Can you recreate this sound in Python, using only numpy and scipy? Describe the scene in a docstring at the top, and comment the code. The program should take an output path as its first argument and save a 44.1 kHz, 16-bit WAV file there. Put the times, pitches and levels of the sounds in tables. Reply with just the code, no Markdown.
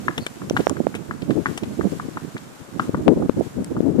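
"""A pony pulls a cart along a tarmac street, heard from the driver's seat.
A hoof strikes first, a hollow impact that the houses answer faintly, and the harness fittings clink.
The hooves clop on, heel and toe, at times crushing grit; the wheels rumble and hiss, and a high hiss
swells briefly now and then. Turbulent wind buffets the two microphone ports throughout and at times
overloads them; its strongest eddies arrive after three seconds, as the hoofbeats grow fainter."""
import sys
import numpy as np
from scipy import signal
from scipy.fft import rfft, irfft
from scipy.io import wavfile
from scipy.ndimage import uniform_filter1d

SR = 44100
rng = np.random.default_rng(int(sys.argv[2]) if len(sys.argv) > 2 else 0)


def file_out(sig):
    """Save sig as 16-bit WAV at sys.argv[1]."""
    # one column per channel
    cols = np.atleast_2d(sig).T
    # limit, then scale
    lim = np.clip(cols, -1, 1)
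    pcm = np.round(lim * 32767).astype(np.int16)
    wavfile.write(sys.argv[1], SR, pcm)


N = 176400
TIME = np.arange(N) / SR


def amp(db):
    """Decibels express an amplitude ratio on a logarithmic scale."""
    return 10 ** (np.asarray(db) / 20)


def unit(x):
    """Normalisation gives each channel unit energy."""
    return x / np.sqrt(np.sum(x ** 2, -1, keepdims=True) + 1e-20)


def gain_at(spectrum, hz):
    """Interpolation in dB over log frequency gives a spectrum's gain."""
    corners_hz, db = np.transpose(spectrum)
    return amp(np.interp(np.log(hz + 1), np.log(corners_hz + 1), db))


def add(mix, start_s, sound):
    """Superposition adds a stereo sound to the mix from its start time."""
    part = mix[:, max(round(start_s * SR), 0):][:, :sound.shape[1]]
    part += sound[:, :part.shape[1]]


def noise(spectrum):
    """Spectral shaping colours two independent noises, rms 1."""
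    bins = rfft(rng.standard_normal((2, N))) * gain_at(spectrum, np.fft.rfftfreq(N, 1 / SR))
    return unit(irfft(bins, N)) * np.sqrt(N)


def waver(rate_hz):
    """Low-pass filtering turns noise into two independent fluctuations, rms 1."""
    low_pass = np.exp(-(np.fft.rfftfreq(N, 1 / SR) / rate_hz) ** 2)
    return unit(irfft(rfft(rng.standard_normal((2, N))) * low_pass, N)) * np.sqrt(N)


def click(spectrum, pitch_ratio=1, size=4096):
    """Minimum phase gives a spectrum a causal impulse response, of unit energy."""
    log_gain = np.log(gain_at(spectrum, abs(np.fft.fftfreq(size, 1 / SR)) / pitch_ratio))
    response = np.fft.ifft(np.exp(np.conj(signal.hilbert(log_gain))))
    return unit(response.real[:size // 2])


def excite(force, body):
    """Convolution gives a body's response to a force, scaled to unit energy."""
    return unit(signal.fftconvolve(force, body)[:len(force)])


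def ports(x, lag_s=0.0002063, right_db=-5.5):
    """Time and level differences give direction: the right port hears later and weaker."""
    delay = np.exp(-2j * np.pi * np.fft.rfftfreq(len(x), 1 / SR) * lag_s)
    return np.array([x, amp(right_db) * irfft(rfft(x) * delay, len(x))])


# Hoof contacts. Each row: start in seconds, relative level in dB, hollow pitch in Hz.
HOOF_STRIKES = [(0.0818, -6, 1394), (0.4177, -27, 1200), (0.5657, -8, 1317), (0.5721, -11.5, 1476),
                (.696, -20, 1090), (0.7683, -23, 1430), (0.9427, -22, 1620), (1.11, -14.5, 1345),
                (1.3083, -22, 1410), (1.4578, -8, 1404), (1.4661, -15, 1450), (1.81, -18.5, 1230),
                (1.9979, -17.5, 1230), (2.1712, -17.5, 1180), (2.3668, -22.5, 1550), (2.7959, -7.5, 1187),
                (2.945, -15, 1153), (3.223, -27.5, 1130), (3.7659, -22.5, 1170)]
# Scatter spectrum of a hoof pitched at HOOF_HZ. 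Each row: frequency in Hz, relative level in dB.
SCATTER_SPECTRUM = [(60, -7), (250, 21), (550, 2), (1050, 13.5), (1800, 13.5), (2400, -0.5), (15000, -47.5)]
HOOF_HZ, CONTACT_S = 1346, 0.000467  # pitch and contact time of the reference hoof


def hooves(gain_db=4.5, scatter_db=-3, t60_s=0.031, size=4096):
    """Impact excites a hollow blow of a few cycles, which scatters off road, pony and cart."""
    out, t = np.zeros((2, N)), TIME[:size]
    for start, db, hz in HOOF_STRIKES:
        contact = CONTACT_S * (HOOF_HZ / hz) ** 2  # a deeper hoof stays longer in contact
        from_peak = t - 2 * contact
        pulse = np.exp(-.5 * (from_peak / contact) ** 2) * np.tanh(2 * t / contact)
        blow = pulse * np.sin(2 * np.pi * hz * from_peak)
        onset = np.clip(from_peak / CONTACT_S - 1, 0, 1)
        reflections = rng.standard_normal(size) * amp(-60 * t / t60_s) * onset
        scatter = excite(reflections, click(SCATTER_SPECTRUM, hz / HOOF_HZ)) * np.linalg.norm(blow)
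        add(out, start, ports(amp(db + gain_db) * (blow + amp(scatter_db) * scatter)))
    return out


# Grit crushed underfoot. Each row: start in seconds, level in dB.
GRIT_TICKS = [(0.568, 0), (.606, -9), (1.22, -11.5), (1.306, -10.5), (1.634, -8.5), (2.379, -13),
              (2.796, -10)]


def grit(centre_hz=2960, bandwidth_hz=1700, decay_s=0.0057, size=2048):
    """Fracture of grit under a steel shoe excites one broad band: a short, dry crackle."""
    out, t = np.zeros((2, N)), TIME[:size]
    body = np.sin(2 * np.pi * centre_hz * t) * np.exp(-np.pi * bandwidth_hz * t)
    for start, db in GRIT_TICKS:
        crackle = rng.standard_normal(size) * np.exp(-t / decay_s)
        add(out, start, ports(amp(db) * excite(crackle, body)))
    return out


# Harness and shaft fittings. Each row: start in seconds, wooden knock in dB, metal chink in dB,
# ring pitch in Hz, rattle decay time in seconds.
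FITTING_CLINKS = [(0.179, 6, -3, 5400, 0.0062), (0.265, 4.5, -4, 7300, 0.0037),
                  (.498, -2, -9.5, 5800, 0.001), (.696, -7, -8, 7280, .0009),
                  (0.951, -2, -8.5, 7550, 0.0097), (1.576, 0, -2.5, 7660, 0.0066),
                  (3.398, -25, -21.5, 8950, 0.0033), (3.645, -18, -12.5, 8100, 0.002)]
# Spectra of the wood and of the metal. Each row: frequency in Hz, relative level in dB.
KNOCK_SPECTRUM = [(100, -8), (400, 2.5), (1200, -2.5), (3500, 1.5), (15000, -62)]
CHINK_SPECTRUM = [(500, 14.5), (3000, 27.5), (8000, 25), (15000, 9.5)]


def harness(clean_strike_s=.0022, bandwidth_hz=330, size=4096):
    """Rattling excites a knock, a chink and a damped resonance, clearest when the rattle is short."""
    out, t = np.zeros((2, N)), TIME[:size]
    wood, metal = click(KNOCK_SPECTRUM), click(CHINK_SPECTRUM)
    for start, knock_db, chink_db, hz, decay_s in FITTING_CLINKS:
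        rattle = rng.standard_normal(size) * np.exp(-t / decay_s)
        clatter = amp(knock_db) * excite(rattle, wood) + amp(chink_db) * excite(rattle, metal)
        ring = unit(np.sin(2 * np.pi * hz * t) * np.exp(-np.pi * bandwidth_hz * t))
        add(out, start, ports(clatter + amp(chink_db) * clean_strike_s / decay_s * ring))
    return out


# Loose harness rings. Each row: start in seconds, level in dB, pitch in Hz.
LOOSE_RINGS = [(0.196, -13, 4400), (0.634, -16.5, 5650)]


def jingles(swell_s=0.022, damping_hz=500, size=8192):
    """Forced vibration: a ring shivers on its mount, and its narrow tone swells and dies."""
    out, t = np.zeros((2, N)), TIME[:size]
    for start, db, hz in LOOSE_RINGS:
        shiver = rng.standard_normal(size) * t * np.exp(-t / swell_s)
        ring = np.sin(2 * np.pi * hz * t) * t * np.exp(-np.pi * damping_hz * t)
        add(out, start, ports(amp(db) * excite(shiver, ring)))
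    return out


# Airflow, listed for each port. Each row: time in seconds, level in dB.
AIRFLOW = {"L": [(0, -37), (.35, -53), (.55, -30.5), (.75, -45.5), (1.5, -39.5), (2.02, -27), (2.24, -46.5),
           (2.74, -50), (2.82, -36), (3.2, -28.5), (3.48, -36.5), (4, -24.5)], "R": [(0, -34.5),
           (.3, -43.5), (.8, -26.5), (1.15, -34.5), (1.55, -40), (1.8, -31), (2.1, -42), (2.3, -35.5),
           (2.66, -62), (2.74, -33.5), (3.15, -25.5), (3.49, -46), (3.55, -28.5), (4, -36.5)]}
# Eddies hitting a port. Each row: peak time in seconds, half length in seconds, level in dB, port.
EDDIES = [(0.194, 0.013, -23, "L"), (0.726, 0.0046, -19.5, "R"), (0.809, 0.0071, -14.5, "R"),
          (1.308, 0.017, -13, "R"), (1.38, 0.019, -13, "L"), (1.502, 0.021, -21.5, "L"),
          (1.814, 0.0054, -19.5, "R"), (1.859, 0.013, -11.5, "R"), (2.089, 0.0036, -19, "L"),
          (2.356, 0.0063, -23.5, "R"), (2.947, 0.0049, -13.5, "L"), (3.087, 0.012, -4, "L"),
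          (3.121, 0.012, -8, "L"), (3.233, 0.017, -17.5, "R"), (3.396, 0.017, -14.5, "R"),
          (3.585, 0.013, -19, "L"), (3.718, 0.0083, -18.5, "R"), (3.877, 0.028, -12, "L")]
# Spectra of gentle and of hard airflow. Each row: frequency in Hz, relative level in dB.
GENTLE_SPECTRUM = [(20, -59), (80, -10), (150, -2), (280, -3.5), (700, -26), (3000, -67), (15000, -85)]
HARD_SPECTRUM = [(20, -76), (190, 5.5), (320, 8), (540, -5), (750, -14.5), (1250, -35.5), (15000, -93)]


def wind(flutter_db=6.5, flutter_hz=28.6, crossover_db=-19, transition_db=7, window=700):
    """Turbulence at each port flutters, swells with every eddy and brightens as it grows."""
    breeze_db = np.array([np.interp(TIME, *np.transpose(AIRFLOW[port])) for port in "LR"])
    power = amp(breeze_db + flutter_db * waver(flutter_hz)) ** 2
    for peak_s, half_s, db, port in EDDIES:
        swell = np.exp(-np.minimum(abs(TIME - peak_s) / half_s, 10) ** 2)
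        power["LR".index(port)] += amp(db) ** 2 * swell
    hard_share = .5 + .5 * np.tanh((10 * np.log10(power) - crossover_db) / transition_db)
    flow = np.sqrt(1 - hard_share) * noise(GENTLE_SPECTRUM) + np.sqrt(hard_share) * noise(HARD_SPECTRUM)
    local_power = uniform_filter1d(uniform_filter1d(flow ** 2, window), window // 2)
    return flow * np.sqrt(power / local_power)


# Pressure spikes. Each row: peak time in seconds, unfiltered peak in dB, time scale in seconds, port.
PRESSURE_SPIKES = [(0.51, 5.5, 0.0014, "R"), (0.6696, 9, 0.00055, "R"), (0.803, 5, 0.0014, "R"),
                   (.869, 6.5, 0.00089, "R"), (1.2993, 11, 0.0021, "R"), (2.894, 7, 0.0021, "L"),
                   (3.0806, 11.5, 0.00052, "L"), (3.2956, 14.5, 0.0017, "L"), (3.41, 7, 0.0014, "R"),
                   (3.806, 11, 0.0019, "L")]


def wind_pops(cut_hz=330, rebound_db=-1.5, cavity_hz=592, bandwidth_hz=254, cavity_db=-6):
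    """Spikes from small fast eddies rebound through the port's bass cut and excite cavity resonance."""
    spikes = np.zeros((2, N))
    for peak_s, db, scale_s, port in PRESSURE_SPIKES:
        spikes["LR".index(port)] += amp(db) / (1 + ((TIME - peak_s) / scale_s) ** 2) ** 4.2
    rebound = signal.sosfilt(signal.butter(2, cut_hz, "high", fs=SR, output="sos"), spikes)
    cavity = signal.lfilter(*signal.iirpeak(cavity_hz, cavity_hz / bandwidth_hz, fs=SR), rebound)
    return amp(rebound_db) * rebound + amp(cavity_db) * cavity


# Spectra of the rumble and of the hiss. Each row: frequency in Hz, relative level in dB.
RUMBLE_SPECTRUM = [(20, -43), (200, -11.5), (500, -8), (1500, -13.5), (15000, -92)]
HISS_SPECTRUM = [(1500, 7), (4800, 0.5), (5700, 1.5), (6300, 1), (7200, 3.5), (8200, 0), (14500, -7.5)]
# Course of the wheel hiss. Each row: time in seconds, relative level in dB.
HISS_ENVELOPE = [(0, -43), (1.2, -46.5), (1.9, -43), (2.55, -46), (4, -48)]


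def wheels(rumble_db=-47.5, hiss_gain_db=-2.5, grain_db=1, grain_hz=199):
    """Rolling contact with tarmac makes a low rumble under a grainy hiss."""
    hiss_db = np.interp(TIME, *np.transpose(HISS_ENVELOPE)) + hiss_gain_db
    hiss_db += grain_db * waver(grain_hz)[0]
    return amp(hiss_db) * noise(HISS_SPECTRUM) + amp(rumble_db) * noise(RUMBLE_SPECTRUM)


# Brief swells of high hiss. Each row: start in seconds, peak level in dB.
HISS_SWELLS = [(0.558, -41), (1.299, -48), (1.46, -43), (1.88, -46.5), (2.8, -44.5), (3.42, -47)]


def hiss_swells(rise_s=0.026):
    """Amplitude modulation: a high hiss briefly rises and fades, mostly just after loud hoofbeats."""
    power = np.zeros(N)
    for start, db in HISS_SWELLS:
        age = np.maximum(TIME - start, 0) / rise_s
        power += amp(db) ** 2 * age * np.exp(1 - age)
    return np.sqrt(power) * noise(HISS_SPECTRUM)


def street(x, houses_db=-18.5, houses_delay_s=0.02, t60_s=0.37, wall_db=-20, wall_delay_s=0.028):
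    """Reflection returns diffuse echoes from the houses and one slap from a garden wall."""
    t = TIME[:32768]
    tail = rng.standard_normal((2, len(t))) * (t > houses_delay_s) * amp(-60 * t / t60_s)
    out = amp(houses_db) * signal.fftconvolve(x, unit(tail), axes=1)[:, :N]
    add(out, wall_delay_s, amp(wall_db) * x)
    return out


def scene():
    """Sound pressures sum at the microphone; only the hooves and crushed grit echo in the street."""
    steps = hooves() + grit()
    return steps + street(steps) + hiss_swells() + harness() + jingles() + wheels() + wind() + wind_pops()


def record(dry, cutoff_hz=14900):
    """Overload clips the strongest peaks; a low-pass filter then limits the band."""
    low_pass = signal.firwin(301, cutoff_hz, window=("kaiser", 8), fs=SR)
    return signal.oaconvolve(np.clip(dry, -1, 1), low_pass[None], "same", axes=1)


dry = scene()
out = record(dry)
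file_out(out)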